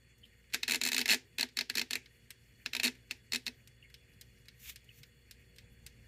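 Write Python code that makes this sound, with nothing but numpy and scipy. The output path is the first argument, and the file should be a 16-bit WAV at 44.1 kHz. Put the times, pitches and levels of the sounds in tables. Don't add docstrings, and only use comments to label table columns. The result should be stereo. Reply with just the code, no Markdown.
import sys
import numpy as np
from scipy import signal
from scipy.io import wavfile

SR = 44100
rng = np.random.default_rng(int(sys.argv[2]) if len(sys.argv) > 2 else 0)


def dump(signal):
    limited = np.clip(np.atleast_2d(signal).T, -1, 1)
    pcm = np.round(limited * 32767).astype(np.int16)
    wavfile.write(sys.argv[1], SR, pcm)


def makeup_ratio(level_db):
    decades = np.asarray(level_db, float) / 20
    return 10 ** decades


N = 267687

# pitch in Hz, level in dB.
HUM = [(59.2, -67.5), (118.4, -68.5), (236.9, -81.5), (376.8, -84), (473.7, -80.5), (538.3, -87.5)]
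# pitch in Hz, width in Hz, level in dB.
FAN_TONES = [(466.7, 48, -7.5), (1884, 21, -1.5), (2080, 31, -5.5), (2880, 67, -6), (3396, 24, -2.5),
             (4394, 61, -5), (6890, 45, -10), (7480, 120, -15.5), (8020, 110, -17), (8720, 60, -14.5),
             (8900, 22, -21.5), (10410, 55, -20)]
# time in seconds, level in dB.
AIR = [(0, -62.5), (.6, -63.5), (2.2, -64), (3.3, -62.5), (3.7, -61), (4.4, -61.5), (5, -62), (5.6, -59),
       (6.07, -57.5)]
# pitch in Hz, left minus right in dB.
AIR_BALANCE = [(60, -5), (110, -4.5), (200, 0.5), (380, -10.5), (700, 3.5), (1290, 9), (2380, -11.5),
               (4400, -8), (8120, 0), (15000, 3)]
# pitch in Hz, likeness from 0 to 1.
LIKENESS = [(60, 0.67), (250, 0.83), (700, 0.082), (2000, 0.2), (6000, 0.067), (15000, 0.11)]
# pitch in Hz, level in dB per Hz.
RUMBLE = [(15, -53), (25, -16), (44, -11), (118, -3.5), (150, -10.5), (187, -11.5), (244, -11.5),
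          (286, -23.5), (475, -27.5), (506, -21.5), (1100, -41), (1430, -70), (2420, -120)]
# pitch in Hz, level in dB per Hz.
HISS = [(1100, -54), (1500, -36), (1850, 1.5), (2600, -7), (3200, -19), (3900, -22.5), (4500, -10),
        (5500, -22.5), (7000, -15), (9000, -23), (10500, -20), (12500, -13.5), (14500, -17.5), (16500, -19)]
HISS_DB, HISS_RISE_DB_PER_S, HISS_FOLLOWS = -69, .5, -.3

# loudest moment in seconds, level in dB, swell in seconds,
# dull share in dB.
STROKES = [
    (.184, -71, 0.012, -11),
    (0.256, -72, .012, 9),
    (4.6, -65, 0.013, -10),
    (4.645, -63, 0.11, -11),
    (4.698, -46.5, 0.15, 0),
    (4.99, -62.5, 0.22, -4.5),
]
SWELL_DB, STROKE_FADE_DB_PER_S = 40.5, 602
# start in seconds, level in dB, start pitch in Hz, end pitch in Hz,
# length in seconds.
SQUEAKS = [
    (0.231, -45, 3150, 3000, 0.0092),
    (0.241, -46, 3040, 3010, 0.013),
    (3.824, -55, 2890, 2770, 0.023),
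    (3.837, -55.5, 2230, 2130, 0.032),
    (4.888, -47.5, 2910, 2960, 0.011),
    (4.9, -52, 2610, 2600, 0.019),
]

# time in seconds, strength in dB, bright part in dB, dull part in dB.
TOUCHES = [(.441, -59, -20, 8.5), (.501, -49, -19, 0), (.5245, -36.5, -19, -5), (1.488, -36.5, -18, -8),
           (1.741, -38, -12, 5), (2.952, -47, -10, 4.5), (3.095, -46, -30, -5), (3.458, -38, -12, -19),
           (3.900, -50, -9, 2), (4.456, -47, -11, -8), (4.135, -52, -22, -10), (4.844, -54.5, 0, -12),
           (5.561, -45, -7, -8)]
# time in seconds, strength in dB, bright part in dB, dull part in dB.
TICKS = [(2.0587, -37, -22, -6.5), (2.3049, -28.5, -8.5, -3), (3.674, -42, -3, -5.5),
         (3.9415, -32, -16.5, -8), (4.2115, -33.5, -5.5, -9.5), (4.4838, -32.5, -14, -10.5),
         (4.7589, -30, -10, -12.5), (5.0319, -34.5, -13, -6), (5.3106, -31, -8, -14.5),
         (5.5835, -34.5, -11.5, -6), (5.8639, -29, -7, -9)]
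# pitch in Hz, width in Hz, level in dB.
ESCAPEMENT = [(2120, 300, -3), (2600, 120, -24), (3570, 170, -15), (4080, 320, -2.5), (4860, 210, -5),
              (5400, 990, -31), (7800, 870, 3), (8630, 140, -4.5), (11400, 290, -3)]
# delay in seconds, level in dB.
TICK_CONTACTS = [(0, -2.5), (.0008, -3), (.0035, -5.5), (.006, -4)]

# time in seconds, strength
# in dB.
PAWL_DROPS = [(0.5338, -35), (0.5378, -24), (0.5439, -19), (0.6316, -20), (0.6795, -22.5), (0.6866, -25.5),
              (0.6959, -22.5), (0.7093, -21), (0.7199, -21), (0.7347, -21.5), (0.7453, -21), (0.7567, -24),
              (0.8139, -19.5), (0.8355, -20.5), (0.8512, -21.5), (0.8631, -21.5), (0.8731, -23),
              (0.8873, -21), (0.9174, -22.5), (0.9306, -22.5), (0.945, -19.5), (0.9644, -22), (0.98, -19),
              (0.9915, -20.5), (1.0043, -26), (1.0133, -20.5), (1.0572, -23), (1.0793, -21.5),
              (1.089, -20), (1.1439, -19.5),
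              (1.3839, -23), (1.3951, -21.5), (1.4094, -19), (1.4287, -19), (1.5704, -21), (1.5883, -18.5),
          (1.6094, -21.5), (1.698, -20.5), (1.7536, -21.5), (1.7715, -22), (1.781, -20.5), (1.7942, -21.5),
          (1.8145, -21), (1.908, -23), (1.9317, -23), (1.9544, -23.5),
              (2.6602, -24), (2.733, -26), (2.7498, -23), (2.7655, -24), (2.798, -21), (2.8328, -20),
               (2.8692, -24.5), (2.8781, -22), (3.1099, -24), (3.3208, -24), (3.3335, -21), (3.3464, -21.5),
               (3.3583, -21.5), (3.4649, -27), (3.4704, -28.5), (3.4788, -29.5)]
# first tooth in seconds, last tooth in seconds,
# first level in dB, last level in dB.
SLIPS = [
    (1.0956, 1.1331, -17, -18),
    (2.8411, 2.858, -20.5, -23),
]
SLIP_GAP_S = .0045
SKIM_DB, TOOTH_SPREAD_DB = -4, 1.5
# time in seconds, bright part in dB,
# dull part in dB, shell boom in dB.
GRIP = [(.4, -7.5, -4.5, 7.5), (.59, -10, -7.5, -6), (.655, -4.5, -3, 7), (.785, -5, -6, 3.5),
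        (.902, -5, -4.5, 4.5), (1.035, -7, -4, 2.5), (1.26, -8.5, -6, 4.5), (1.5, -9.5, -6.5, 0),
        (1.655, -12, -7, -2), (1.725, -7.5, -6, 5), (1.86, -7, -5, 0.5), (2.3, -10, -5, 0),
        (2.815, -6, -4, 7), (3.0, -8, -5, -4), (3.2, -9.5, -8, 3.5), (3.41, -11.5, -5, 8.5)]
# delay in seconds, level in dB.
SNAP_CONTACTS = [(-.0035, -19), (-.0016, -24), (0, -7), (.0006, 1.5), (.0012, 1), (.004, -21)]
# pitch in Hz, width in Hz, level in dB.
CRACK = [(2180, 1130, -16), (2600, 280, 0), (3670, 220, -2), (4363, 313, 3), (4710, 500, 3.5),
         (6560, 760, -39), (12300, 1100, -45.5)]
# pitch in Hz, width in Hz, level in dB.
MOVEMENT = [(645.5, 30, -16), (943, 45, -11), (1689, 71, -5.5), (1774, 113, -3), (2140, 200, 7.5),
            (2113, 83, 3.5), (2456, 180, -4.5), (2585, 30, -1.5), (2650, 150, -18), (3110, 23, -21),
            (3630, 60, -4), (3790, 70, 1), (4040, 39, -2), (4382, 63, 0), (4870, 59, -26), (5250, 77, -2),
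            (5800, 130, -41), (7260, 270, 4.5)]
# pitch in Hz, width in Hz, level in dB.
HOUSING = [(244.6, 25, -1.5), (252.4, 14, -8.5), (410, 38, -10), (445, 32, -8.5)]
# pitch in Hz, level in dB per Hz.
RATTLE = [(180, -42), (300, -10.5), (447, -11.5), (528, -33.5), (961, -7.5), (1100, -31), (1610, -5),
          (2280, 4), (2520, -18), (3080, -2.5), (4370, -4.5), (5520, -3), (9880, -10.5), (12100, -4.5),
          (16000, -6.5)]
# pitch in Hz, time in seconds.
RATTLE_T60 = [(200, 0.23), (1000, 0.071), (4000, 0.051), (15000, 0.011)]
# pitch in Hz, time in seconds.
ROOM_T60 = [(200, 0.92), (1000, 0.19), (4000, 0.23), (15000, 0.065)]
# pitch in Hz, left minus right in dB.
SNAP_BALANCE = [(200, 0.5), (900, 9.5), (2050, 7), (2500, -9), (3400, -4.5), (4300, -5.5), (5400, 3),
                (9000, 2.5)]
# pitch in Hz, lead in radians.
SNAP_PHASE = [(600, 0), (1150, 2.4), (1450, 0), (2200, 0), (2800, 2.9), (4000, 1.7), (4400, -1),
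              (7000, -1.4)]
RISE_S, CASE_RING_S = .004, .07
THIN_TICK_DB = -14

# time in seconds, level in dB, pitch in Hz.
BUMPS = [
    (3.831, -62, 106),
    (4.159, -50.5, 109),
    (4.655, -51, 68),
    (4.881, -54, 117),
    (5.004, -47.5, 130),
    (5.84, -52, 64),
    (6.004, -53, 80.5),
]


def rms_one(x):
    return x / np.sqrt(np.mean(x ** 2) + 1e-20)


def in_time(rows):
    s, *columns = np.transpose(rows)
    return [np.interp(np.arange(N) / SR, s, c) for c in columns]


def at_hz(points, hz):
    table_hz, values = np.transpose(points)
    return np.interp(np.log(hz), np.log(table_hz), values)


def drift(rate):
    r = np.exp(-80 * np.pi * rate / SR)
    slow = signal.lfilter([1], [1, -2 * r, r * r], rng.standard_normal(N // 40 + 2002))[2000:]
    return np.interp(np.arange(N) / 40, np.arange(len(slow)), rms_one(slow))


def sides(balance_db):
    return makeup_ratio(balance_db * np.array([[.5], [-.5]]))


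def fade(x, t60, hz=0):
    turn = np.exp(2j * np.pi * hz / SR) if hz else 1
    return signal.lfilter([1], [1, -makeup_ratio(-60 / (t60 * SR)) * turn], x + 1e-18)


def filtered(x, order, edge_hz, kind):
    return signal.sosfilt(signal.butter(order, edge_hz, kind, fs=SR, output="sos"), x)


def noise_bands():
    white = rng.standard_normal((2, 2, N))
    edges = np.geomspace(30, 16800, 25)
    for k, (low, high) in enumerate(zip(edges, edges[1:])):
        mid, side = filtered(white[k % 2], 2, [low, high], "band")
        hz = np.sqrt(low * high)
        alike = np.clip(at_hz(LIKENESS, hz), -1, 1)
        yield hz, np.sqrt(1 + alike) * mid + np.sqrt(1 - alike) * side * [[1], [-1]]


def strength_db(events, hz):
    s, level_db, bright_db, dull_db = np.transpose([row[:4] for row in events])
    return level_db + (bright_db + 8) * (hz > 5500) + (dull_db + 5) * (hz < 2900)


def train(events, gains, late_s=0):
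    clicks = np.zeros(N)
    times = np.array([row[0] for row in events]) + late_s
    clicks[(times * SR).astype(int)] = gains
    return clicks


def struck(events, modes, contacts, longest_s, spread_db):
    luck = rng.standard_normal((len(events), len(modes) + 1, len(contacts)))
    late_s, contact_db = np.transpose(contacts)
    times = np.array([[row[0]] for row in events]) + late_s * (1 + .25 * luck[:, -1])
    at = (times * SR).astype(int)
    shares = makeup_ratio(spread_db * luck[:, :-1])
    weight = makeup_ratio(np.add.outer(np.array(modes)[:, 2], contact_db))
    shares *= weight * np.linalg.norm(weight) / np.linalg.norm(shares * weight, axis=(1, 2), keepdims=True)
    out = np.zeros((2, N))
    for k, (hz, width_hz, level_db) in enumerate(modes):
        clicks = np.zeros(N)
        np.add.at(clicks, at, makeup_ratio(strength_db(events, hz))[:, None] * shares[:, k])
        ring = fade(clicks, min(2.2 / width_hz, longest_s), hz)
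        port_phase = [[0], [at_hz(SNAP_PHASE, hz)]]
        turn = 0.46 * rng.standard_normal((2, 1)) + np.pi * k + port_phase
        gain = sides(at_hz(SNAP_BALANCE, hz))
        out += gain * np.cos(turn) * ring.imag + gain * np.sin(turn) * ring.real
    return out


def fridge():
    t = np.arange(N) / SR
    rumble_db, = in_time(AIR)
    out = np.zeros((2, N))
    for hz, db in HUM:
        level = makeup_ratio(db + 1.5 * drift(2))
        tone = level * np.sin(2 * np.pi * hz * t + 0.84 * drift(2.8))
        out += sides(at_hz(AIR_BALANCE, hz)) * tone
    out *= makeup_ratio(rumble_db - rumble_db.mean())
    wind = rng.standard_normal(N)
    for hz, width_hz, db in FAN_TONES:
        whistle = rms_one(fade(wind, 1.3 / width_hz, hz).imag)
        tone = makeup_ratio(db - 89) * np.sqrt(width_hz) * whistle
        out += [tone, np.roll(tone, SR)]
    return out


def kitchen_air(hz, together):
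    rumble_db, = in_time(AIR)
    if hz < 1100:
        steady_db = rumble_db + at_hz(RUMBLE, hz) + 11.0
    else:
        hiss_db = HISS_DB + HISS_RISE_DB_PER_S * np.arange(N) / SR
        hiss_db = hiss_db + HISS_FOLLOWS * (rumble_db - rumble_db.mean())
        steady_db = hiss_db + at_hz(HISS, hz)
    patchy_db = 3.0 * (0.4 * together + drift(14.6))
    return makeup_ratio(steady_db + 7.5 + patchy_db) * sides(at_hz(AIR_BALANCE, hz))


def air_and_rattle(teeth):
    together = drift(4.2)
    blow_count = len(teeth + TICKS + TOUCHES)
    luck_db = 2.0 * rng.standard_normal((blow_count, 24))
    out = np.zeros((2, N))
    for k, (hz, band) in enumerate(noise_bands()):
        if hz > 300:
            out += band * rattle(teeth, hz, luck_db[:, k])
            band = np.roll(band, SR, axis=1)
        out += band * kitchen_air(hz, together)
    return out


def brushes():
    t, out = np.arange(N) / SR, np.zeros((2, N))
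    grain = rng.standard_normal(N) * makeup_ratio(0.89 * drift(140))
    bright = rms_one(filtered(grain, 2, [11000, 16100], "band"))
    bright = bright + makeup_ratio(-3) * rms_one(filtered(grain, 2, [5400, 7500], "band"))
    dull = rms_one(filtered(grain, 2, [1950, 3800], "band"))
    for s, db, swell_s, dull_db in STROKES:
        below_db = np.where(t < s, SWELL_DB * (s - t) / swell_s, STROKE_FADE_DB_PER_S * (t - s))
        stroke = makeup_ratio(db - below_db + 5.0) * (bright + makeup_ratio(dull_db) * dull)
        out += stroke * makeup_ratio(np.array([[0], [-25]]))
    return out


def squeaks():
    out, t, rough = np.zeros((2, N)), np.arange(SR // 10) / SR, drift(120)
    other_rough = np.roll(rough, SR)
    for s, db, start_hz, end_hz, length in SQUEAKS:
        age = t / length
        span = slice(int(s * SR), int(s * SR) + len(t))
        pitch = end_hz + (start_hz - end_hz) * np.exp(-1.5 * age)
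        phase = 2 * np.pi * np.cumsum(pitch) / SR + 0.99 * other_rough[span]
        flutter = 1 + .8 * rough[span]
        swell = np.tanh(15 * age) * np.exp(-age ** 2)
        out[:, span] += makeup_ratio(db) * flutter * swell * np.sin(phase + [[0], [2]])
    return out


def escapement():
    ticks = struck(TICKS + TOUCHES, ESCAPEMENT, TICK_CONTACTS, longest_s=.03, spread_db=-1.5)
    return filtered(makeup_ratio(-11) * ticks, 2, 1700, "high")


def rattle(teeth, hz, luck_db):
    events = teeth + TICKS + TOUCHES
    is_tick = np.arange(len(events)) >= len(teeth)
    tick_db = -4 + THIN_TICK_DB * (hz < 1500)
    blow_db = strength_db(events, hz) + tick_db * is_tick + luck_db + at_hz(RATTLE, hz)
    blows = train(events, makeup_ratio(2 * blow_db))
    blows = fade(blows, RISE_S) / (RISE_S * SR / np.log(1000))
    ringing = makeup_ratio(2 * -4.5) * fade(blows, at_hz(RATTLE_T60, hz) / 2)
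    ringing += makeup_ratio(2 * -20.5) * fade(blows, at_hz(ROOM_T60, hz) / 2)
    flip = np.array([[1], [np.sign(np.cos(at_hz(SNAP_PHASE, hz)))]])
    return flip * np.sqrt(ringing * sides(2 * at_hz(SNAP_BALANCE, hz)))


def pawl():
    teeth = PAWL_DROPS
    for first_s, last_s, first_db, last_db in SLIPS:
        count = round((last_s - first_s) / SLIP_GAP_S) + 1
        times = np.linspace(first_s, last_s, count)
        levels_db = np.linspace(first_db, last_db, count) + SKIM_DB * (np.arange(count) % 2)
        teeth = teeth + list(zip(times, levels_db))
    grip = np.array(GRIP)
    held = np.searchsorted(grip[:, 0], np.array(teeth)[:, 0]) - 1
    colour_db = grip[held, 1:]
    colour_db = colour_db + TOOTH_SPREAD_DB * rng.standard_normal(colour_db.shape)
    return np.c_[teeth, colour_db].tolist()


def snap_crack(teeth):
    crack = struck(teeth, CRACK, SNAP_CONTACTS, longest_s=.02, spread_db=1.5)
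    return filtered(makeup_ratio(-5) * crack, 2, 1300, "high")


def case_ring(teeth):
    return makeup_ratio(-20.0) * struck(teeth, MOVEMENT, SNAP_CONTACTS, longest_s=CASE_RING_S, spread_db=1.5)


def shell(teeth):
    s, level_db, bright_db, dull_db, boom_db = np.transpose(teeth)
    push = train(teeth, makeup_ratio(level_db + boom_db), late_s=0.00388)
    out = np.zeros((2, N))
    for hz, width_hz, db in HOUSING:
        frame = fade(push, 2.96 / width_hz, hz)
        swell = fade(frame, 0.036, hz).imag * 2 * np.log(10) / (0.054 * SR)
        out += makeup_ratio(db) * sides(at_hz(SNAP_BALANCE, hz)) * swell
    return makeup_ratio(-21.0) * out


def bumps():
    out, t = np.zeros((2, N)), np.arange(SR // 10) / SR
    for s, db, hz in BUMPS:
        swell = t * hz * np.exp(1 - 1.07 * t * hz)
        thud = makeup_ratio(db - 7.0) * swell * np.sin(2 * np.pi * hz * t) * sides(-17)
        at = int(s * SR)
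        out[:, at:at + len(t)] += thud[:, :N - at]
    return out


def scene():
    teeth = pawl()
    timer = snap_crack(teeth) + case_ring(teeth) + shell(teeth) + escapement()
    noise = air_and_rattle(teeth) + brushes()
    noise = signal.sosfilt(signal.cheby2(8, 30, 15850, fs=SR, output="sos"), noise)
    return timer + noise + fridge() + bumps() + squeaks()


def low_pass(x):
    return signal.sosfilt(signal.butter(12, 16810, fs=SR, output="sos"), x)


def record(dry):
    rounded = .4 * np.tanh(dry / .4)
    mix = signal.sosfilt(signal.cheby2(10, 60, 16900, fs=SR, output="sos"), rounded)
    return low_pass(mix)


dry = scene()
out = record(dry)
dump(out)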